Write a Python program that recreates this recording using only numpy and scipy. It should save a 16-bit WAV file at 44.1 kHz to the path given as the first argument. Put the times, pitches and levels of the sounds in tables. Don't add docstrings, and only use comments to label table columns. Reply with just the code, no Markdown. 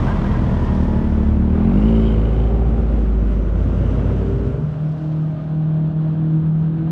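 import sys
import numpy as np
from scipy import signal
from scipy.fft import rfft, irfft, next_fast_len
from scipy.io import wavfile

SR = 44100
rng = np.random.default_rng(int(sys.argv[2]) if len(sys.argv) > 2 else 0)


def generate_wav(signal):
    frames = np.transpose(np.atleast_2d(signal))
    scaled = np.clip(frames, -1, 1) * 32767
    pcm = np.round(scaled).astype(np.int16)
    wavfile.write(sys.argv[1], SR, pcm)


N = 304731
T = np.arange(N) / SR
TURN_S, TURN_LENGTH_S = 4.42, .42
SHADE_DB = -27


def gain_of(db):
    return 10 ** (np.asarray(db) / 20)


def unit_rms(x):
    return x / np.sqrt(np.mean(x ** 2) + 1e-20)


def curves(rows):
    times, *columns = np.transpose(rows)
    return [np.interp(T, times, column) for column in columns]


def swell(start, end, db, rise, fall):
    return gain_of(db - rise * np.maximum(start - T, 0) - fall * np.maximum(T - end, 0))


def hump(at, half_length):
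    return np.exp(-((T - at) / half_length) ** 2)


def turned():
    return np.clip((T - TURN_S) / TURN_LENGTH_S, 0, 1)


def turns_of(hz):
    return np.cumsum(hz) / SR


def drift(hz):
    size = next_fast_len(N)
    f = np.fft.rfftfreq(size, 1 / SR)
    spectrum = rfft(rng.standard_normal(size)) / (1 + (f / hz) ** 4)
    return unit_rms(irfft(spectrum, size)[:N])


def colour(x, points, size=8192):
    hz, db = np.transpose(points)
    f = abs(np.fft.fftfreq(size, 1 / SR))
    log_gain = np.log(gain_of(np.interp(np.log(f + 1), np.log(hz), db)))
    log_gain -= np.log1p((f / hz[-1]) ** 4) / 2 + np.log1p((hz[0] / (f + 2)) ** 2) / 2
    response = np.exp(np.conj(signal.hilbert(log_gain)))
    impulse = np.fft.ifft(response).real[:size // 2]
    return unit_rms(signal.oaconvolve(x, impulse)[:N])


def noise(points):
    return colour(rng.standard_normal(N), points)


def resonate(x, hz, width_hz):
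    carrier = np.exp(2j * np.pi * turns_of(hz * np.ones(N)))
    pole = np.exp(-np.pi * width_hz / SR)
    return (carrier * signal.lfilter([(1 - pole) ** 2], [1, -2 * pole, pole ** 2], x / carrier)).real


def tone(turns, flutter, flutter_hz):
    angle = 2 * np.pi * (turns + rng.random())
    in_phase = (1 + flutter * drift(flutter_hz)) * np.cos(angle)
    quadrature = flutter * drift(flutter_hz) * np.sin(angle)
    return unit_rms(in_phase + quadrature)


def tones(turns, orders, flutter, flutter_hz):
    return unit_rms(sum(gain_of(db) * tone(order * turns, flutter, flutter_hz) for order, db in orders))


def firings(turns, cylinders, rough):
    at = np.flatnonzero(np.diff(np.floor(turns)))
    pulses = np.zeros(N)
    pulses[at] = np.resize(cylinders, len(at)) * (1 + rough * rng.standard_normal(len(at)))
    return pulses


def open_track():
    # (frequency [Hz], relative level [dB])
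    wash_eq = [(60, 0.5), (200, -7), (400, -6.5), (700, -2), (900, -8), (1200, -10), (1550, -12.5),
               (2000, -23.5), (3200, -24.5), (4200, -31), (5200, -44), (8000, -50.5), (11000, -66.5)]
    rumble_eq = [(30, -16), (55, -2), (85, 2.5), (140, 0.5), (230, -6.5), (300, -8.5), (420, -16),
                 (800, -38)]
    wash = gain_of(-56 + 13 * turned() + drift(13)) * noise(wash_eq)
    return wash + swell(6, 6.8, -33, rise=7.5, fall=10) * noise(rumble_eq)


def lane_bed():
    # (frequency [Hz], relative level [dB])
    rumble_eq = [(18, -19), (35, -7.5), (60, -5), (90, 0), (135, -0.5), (175, -3), (230, -6.5), (300, -11),
                 (420, -19.5), (800, -44)]
    roar_eq = [(150, -13), (300, -5), (450, 0), (600, -2.5), (750, -12.5), (950, -13.5), (1150, -15),
               (1450, -15.5), (1750, -26), (2500, -32), (5000, -58)]
    hiss_eq = [(800, -16), (1800, 2), (2200, -1.5), (3000, -1.5), (3600, -7), (4300, -12.5), (6000, -16.5),
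               (8000, -21), (10000, -30.5), (14000, -40)]
    coasting_db, pull_away_db = -2.5 * hump(2.4, .65), 4 * hump(3.97, .32)
    since_turn = np.maximum(T - TURN_S - TURN_LENGTH_S, 0)
    rumble = gain_of(-22 - 1.2 * T + coasting_db - 13.5 * turned()) * noise(rumble_eq)
    roar = swell(2.1, 4.52, -35.5, rise=2.5, fall=22) * gain_of(.62 * drift(26)) * noise(roar_eq)
    hiss = gain_of(-55 - 7 * turned() - 4 * since_turn + .98 * drift(6.6)) * noise(hiss_eq)
    return gain_of(pull_away_db) * (rumble + roar + hiss)


def air_rushes():
    # (start [s], end [s], level [dB], rise [dB/s], fall [dB/s])
    rushes = [(0, 0.09, -57, 10, 18), (.74, 0.817, -59.5, 50, 37), (3.844, 4.198, -67.5, 22, 8.2),
              (4.981, 5.034, -68, 40, 29)]
    # (frequency [Hz], relative level [dB])
    air_eq = [(1000, -5), (2000, -1.5), (3500, 0.5), (5500, -1.5), (8000, -11.5), (11000, -20.5),
              (12500, -17), (15000, -26)]
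    return sum(swell(*row) for row in rushes) * gain_of(1.4 * drift(30)) * noise(air_eq)


def thin_squeal():
    hz = 5950 + 70 * (T - 3.4)
    level = swell(3.4, 4.2, -73.5, rise=16, fall=60) * gain_of(2.3 * drift(9))
    return level * tone(turns_of(hz), flutter=3, flutter_hz=230)


def tyre_squeaks():
    # (time [s], half length [s], pitch [Hz], level [dB])
    chirps = [(0.084, 0.0082, 1560, -34), (0.122, .011, 1630, -34), (0.25, 0.011, 1640, -42),
              (.36, .012, 1620, -40), (0.674, 0.016, 1030, -31), (5.25, .023, 1240, -47),
              (5.387, .022, 1220, -46.5)]
    return sum(gain_of(db) * hump(at, half) * tone(hz * T, flutter=.51, flutter_hz=30)
               for at, half, hz, db in chirps)


def throbbing_car():
    # (time [s], firing rate [Hz])
    revs = [(4.1, 66), (4.5, 73), (5.15, 78.8)]
    throb = tones(turns_of(curves(revs)[0]), [(1, 1), (3, -4.5)], flutter=.51, flutter_hz=21)
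    return swell(4.5, 4.62, -27, rise=55, fall=70) * throb


def far_car():
    # (time [s], crank speed [turns/s])
    revs = [(2.3, 59.4), (2.8, 61.2), (3.1, 62.45), (3.8, 65.4), (4.1, 64.8), (4.3, 65.4), (4.6, 67.4),
            (5, 70)]
    # (multiple of crank speed, relative level [dB])
    orders = [(3, -0.5), (4, 0.5), (5, -6), (6, -3)]
    crank = turns_of(curves(revs)[0])
    hum = swell(2.95, 3.35, -30.5, rise=18, fall=10) * tones(crank, orders, flutter=.14, flutter_hz=8.8)
    sixth = swell(4.15, 4.5, -29.5, rise=45, fall=62) * tone(6 * crank, flutter=.2, flutter_hz=18)
    return hum + sixth


def leading_car():
    # (time [s], firing rate [Hz], level [dB])
    run = [(3, 104, -59.5), (3.7, 114, -32.5), (4, 120, -25), (4.5, 128, -25), (4.9, 131, -40),
           (5.3, 128, -35), (6, 160, -39), (6.9, 141, -34.5)]
    # (multiple of firing rate, relative level [dB])
    orders = [(.5, -19.5), (1, 4), (1.5, -7), (2, -7), (2.5, -22), (3, -22)]
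    hz, db = curves(run)
    return gain_of(db) * tones(turns_of(hz), orders, flutter=.34, flutter_hz=19)


def next_car():
    # (time [s], firing rate [Hz], level [dB])
    run = [(0, 67, -20), (.4, 62, -20), (.75, 65.7, -23.5), (1.3, 57, -26), (1.9, 65, -28.5),
           (2.2, 70, -24.5), (2.5, 68, -23), (2.8, 75, -23.5), (3.1, 74.5, -28), (3.4, 83, -27.5),
           (3.68, 86.6, -21), (4, 90, -24), (4.3, 96, -25), (4.9, 110, -31)]
    # (frequency [Hz], relative level [dB])
    pipe_eq = [(30, -26), (62, 2.5), (90, 5.5), (130, 3), (165, -2.5), (200, -6.5), (250, -9), (285, -5),
               (320, -12), (370, -16.5), (430, -13.5), (520, -19), (900, -38), (2000, -58)]
    hz, db = curves(run)
    pulses = firings(turns_of(hz), cylinders=[1.15, .7, .82, .95], rough=.22)
    return gain_of(db) * colour(pulses, pipe_eq)


def racer():
    # (time [s], engine cycle rate [Hz])
    revs = [(3.9, 36.5), (4.3, 37.8), (4.73, 37.9), (5, 38.75), (5.6, 38.96), (6.02, 39.26), (6.5, 39.55),
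            (6.91, 40.4)]
    # (time [s], half length [s], depth [dB])
    dips = [(4.75, 0.051, 6.5), (4.994, 0.065, 6.5), (5.42, 0.11, 7.5), (5.925, 0.027, 6),
            (6.153, 0.012, 8.5), (6.803, 0.14, 5)]
    # (time [s], level before shading [dB])
    octave_fader = [(4.76, -55), (4.86, -34.5), (4.95, -53), (5.0, -32), (5.49, -44), (5.53, -36),
                    (6.12, -37), (6.35, -28), (6.57, -45), (6.81, -27.5), (6.91, -33)]
    # (multiple of cycle, relative level [dB])
    upper_orders = [(15, -5), (16, 2.5), (17, -9), (20, -7.5), (26, -16), (27, -17)]
    body_orders = [(2, -1.5), (3, 1), (5, 6), (6, -3), (7, 0), (9, -5.5), (11, -13.5), (12, -8), (13, -17),
                   (14, -19.5), (15, -15), (17, -17.5), (20, -19), (24, -18), (31, -22)]
    cycles = turns_of(curves(revs)[0])
    fired = 4 * cycles
    dip_db = sum(depth * hump(at, half) for at, half, depth in dips)
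    firing_level = swell(4.64, 6.91, -19.8, rise=105, fall=10) * gain_of(-dip_db)
    firing = firing_level * tone(fired, flutter=.06, flutter_hz=14)
    octave_db = curves(octave_fader)[0] + SHADE_DB * (1 - turned())
    octave = gain_of(octave_db) * tone(2 * fired, flutter=.12, flutter_hz=10)
    upper = tones(cycles, upper_orders, flutter=.25, flutter_hz=10)
    upper *= swell(4.9, 5.95, -45.5, rise=18, fall=32)
    third = swell(4.15, 4.4, -34, rise=40, fall=36) * tone(3 * fired, flutter=.2, flutter_hz=10)
    body = tones(cycles, body_orders, flutter=.31, flutter_hz=11)
    body *= swell(4.7, 6.91, -35.5, rise=20, fall=10)
    build = gain_of(2 * (T - 4.64))
    return build * (firing + third + upper + body) + octave


def turbo():
    # (frequency [Hz], relative level [dB])
    whistle_eq = [(3500, -7.5), (4300, 3), (5200, 2), (6500, -7), (7000, -3.5), (7500, -1), (7900, -8.5),
                  (9000, -13), (11400, -20.5), (12300, -16.5), (13200, -21)]
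    return swell(1.8, 2.02, -62.5, rise=65, fall=24) * noise(whistle_eq)


def tyre_scuffs():
    # (time [s], half length [s], level [dB])
    scuffs = [(0.089, 0.036, -32.5), (0.33, 0.036, -37), (0.682, 0.029, -32)]
    # (frequency [Hz], relative level [dB])
    scuff_eq = [(500, -20), (800, -5), (1010, 4), (1150, -11), (1450, -15), (1650, -11.5), (1900, -19),
                (2400, -26), (2800, -21), (4000, -34), (8000, -55)]
    return sum(gain_of(db) * hump(at, half) for at, half, db in scuffs) * noise(scuff_eq)


def gear_whine():
    # (time [s], pitch [Hz])
    note = [(0, 1010), (.25, 940), (.4, 880), (.55, 842), (.75, 832), (.9, 845), (1.25, 886)]
    # (multiple of pitch, relative level [dB])
    partials = [(.733, -2.5), (1, -2.5), (1.143, -3), (2.271, -14)]
    whine = tones(turns_of(curves(note)[0]), partials, flutter=.6, flutter_hz=20)
    return swell(.3, 1, -40, rise=15, fall=30) * whine


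def engine_bay(crank):
    # (frequency [Hz], relative level [dB])
    hiss_eq = [(200, -9), (400, -5), (650, 4), (780, -1.5), (980, -0.5), (1300, -5), (1600, -9.5),
               (1880, -12), (2300, -16), (2750, -20), (3300, -19), (4100, -28), (5400, -31.5), (8000, -41),
               (11000, -50), (14000, -52.5)]
    # (multiple of crank speed, relative level [dB])
    belt_orders = [(14, 6.5), (18, -5.5), (22, -1.5), (26, -1.5), (30, 0), (48, -5), (51, -0.5), (92, -11),
                   (96, -9)]
    ticks = 1 + .63 * np.exp(-(2 * crank % 1) / .2)
    ticking = ticks * gain_of(.46 * drift(40)) * rng.standard_normal(N)
    receding = gain_of(-7 * T)
    hiss = swell(0, 1.25, -31, rise=10, fall=24.5) * receding * colour(ticking, hiss_eq)
    whine = tones(crank, belt_orders, flutter=.4, flutter_hz=12)
    return hiss + swell(.12, .72, -34.5, rise=30, fall=15) * whine


def buzzing_panel(crank, surge):
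    # (time [s], pitch [Hz])
    note = [(1.76, 2670), (1.85, 2890), (1.97, 2960), (2.07, 3050), (2.16, 2930), (2.3, 2960), (2.45, 3030)]
    # (multiple of main note, width [Hz], gain [dB])
    modes = [(.74, 380, -8), (.84, 330, -7), (1, 400, 0), (1.18, 400, -17)]
    # (time [s], level [dB])
    hits = [(1.7852, -41), (1.824, -39), (1.8615, -37.5), (1.8796, -37), (1.8964, -40), (1.951, -36),
            (1.968, -35), (2.022, -39), (2.0392, -36), (2.058, -35.5), (2.0777, -35), (2.1136, -42)]
    slap_decay_s = .0045
    shake = unit_rms((.35 + surge ** 2) * (1 + .35 * np.cos(2 * np.pi * crank)))
    settling = gain_of(-89 * np.maximum(T - 2.44, 0))
    buzz = swell(1.85, 2.12, -46.5, rise=70, fall=12) * settling * shake
    slaps = sum(gain_of(db) * (T >= at) * np.exp(-abs(T - at) / slap_decay_s) for at, db in hits)
    chatter = (buzz + slaps) * rng.standard_normal(N)
    hz = curves(note)[0]
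    return sum(gain_of(db) * resonate(chatter, ratio * hz, width) * np.sqrt(4 * SR / (np.pi * width))
               for ratio, width, db in modes)


def exhaust_gas(surge):
    # (frequency [Hz], relative level [dB])
    rasp_eq = [(150, -18), (310, -0.5), (520, -3.5), (700, -4.5), (900, -7), (1250, -10), (1500, -14.5),
               (1680, -18), (1850, -21.5), (2200, -18), (3200, -29), (4200, -34.5), (5400, -45),
               (7600, -55.5), (14000, -67.5)]
    growl_eq = [(550, -24.5), (720, 3), (790, 4.5), (870, -10.5), (1000, -19.5), (1230, -12.5),
                (1450, -27.5), (2500, -45)]
    puffs = (1 + .56 * surge) * rng.standard_normal(N)
    rasp = swell(1.6, 1.9, -35, rise=50, fall=9) * colour(puffs, rasp_eq)
    throttle_opening = swell(1.55, 1.8, -43, rise=40, fall=60)
    departing = swell(2.4, 2.75, -39.5, rise=70, fall=35)
    growl = (throttle_opening + departing) * colour((.5 + surge) * rng.standard_normal(N), growl_eq)
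    ring = unit_rms(resonate(surge ** 2 * rng.standard_normal(N), hz=1616, width_hz=220))
    ring *= swell(2.6, 2.07, -41.5, rise=68, fall=109)
    far_rasp = unit_rms(resonate(puffs, hz=2830, width_hz=600))
    far_rasp *= swell(3.82, 4, -57, rise=35, fall=45)
    return rasp + growl + ring + far_rasp


def exhaust_note(crank):
    cylinders = [1.15, 1.1, 0.96, 1]
    # (frequency [Hz], relative level [dB])
    pipe_eq = [(60, -38), (108, -10.5), (128, -2.5), (150, -13.5), (168, -6.5), (186, 1), (220, 3.5),
               (250, -4.5), (280, -14), (300, -12), (332, -10.5), (360, -19), (390, -11), (440, -25),
               (500, -29), (620, -35), (900, -48), (1400, -62)]
    # (time [s], level [dB])
    pipe_fader = [(0, -21.5), (.45, -24), (.8, -18.5), (1.3, -19.5), (1.65, -15.5), (1.96, -16), (2.3, -29),
                  (3.1, -29.5), (3.6, -34.5), (4.4, -30.5)]
    octave_fader = [(0, -28.5), (.55, -25), (.7, -19.5), (.9, -24), (1.3, -16.5), (1.55, -18), (1.7, -28.5),
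                    (1.95, -23), (2.65, -25.5), (3, -37)]
    # (multiple of crank speed, relative level [dB])
    bark_orders = [(3, -5.5), (5, -3), (6, -2.5), (10, -2), (11, -6.5), (12, -6), (14, 3.5), (15, -7.5),
                   (16, -8), (18, -2.5), (20, -7.5), (21, -9), (24, -15)]
    fired = 2 * crank
    rear_on = np.clip((T - 1.586) / .23, 0, 1)
    rolling_away_db = -5.5 * np.maximum(T - 3.18, 0)
    boom_level = gain_of(-23.5 + 7.5 * rear_on + rolling_away_db) * (1 + .069 * drift(18))
    boom = boom_level * unit_rms(np.sin(2 * np.pi * fired))
    octave = gain_of(curves(octave_fader)[0]) * unit_rms(np.sin(2 * np.pi * 2 * fired))
    pipe = gain_of(curves(pipe_fader)[0]) * colour(firings(fired, cylinders, rough=.04), pipe_eq)
    bark = tones(crank, bark_orders, flutter=.15, flutter_hz=8)
    bark *= swell(1.9, 2.12, -26.5, rise=60, fall=11)
    return boom + octave + pipe + bark


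def hatchback():
    # (time [s], crank speed [turns/s])
    revs = [(0, 21.3), (.25, 20.1), (.47, 19.85), (.75, 19.05), (1, 18.6), (1.33, 18.1), (1.52, 19.1),
            (1.68, 22.5), (1.87, 27.9), (2, 27.8), (2.2, 26.95), (2.55, 27.9), (2.8, 27.7), (3.1, 26.8),
            (3.45, 25.9), (3.7, 26.8), (4, 27.9), (4.7, 28.6)]
    crank = turns_of(curves(revs)[0] * (1 + .0024 * drift(12)))
    surge = .5 + .5 * np.cos(2 * np.pi * 2 * crank)
    exhaust = exhaust_note(crank) + exhaust_gas(surge)
    return exhaust + buzzing_panel(crank, surge) + engine_bay(crank) + gear_whine() + tyre_scuffs()


def scene():
    near = gain_of(SHADE_DB * turned()) * (hatchback() + next_car())
    whistles = thin_squeal() + turbo()
    distant = leading_car() + throbbing_car() + far_car() + racer()
    return (near + whistles + distant + tyre_squeaks() + lane_bed() + air_rushes() + open_track())[None]


def record(dry):
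    high_cut = signal.firwin(511, 15000, window=("kaiser", 9), fs=SR)
    return signal.oaconvolve(dry, high_cut[None], "same")


dry = scene()
out = record(dry)
generate_wav(out)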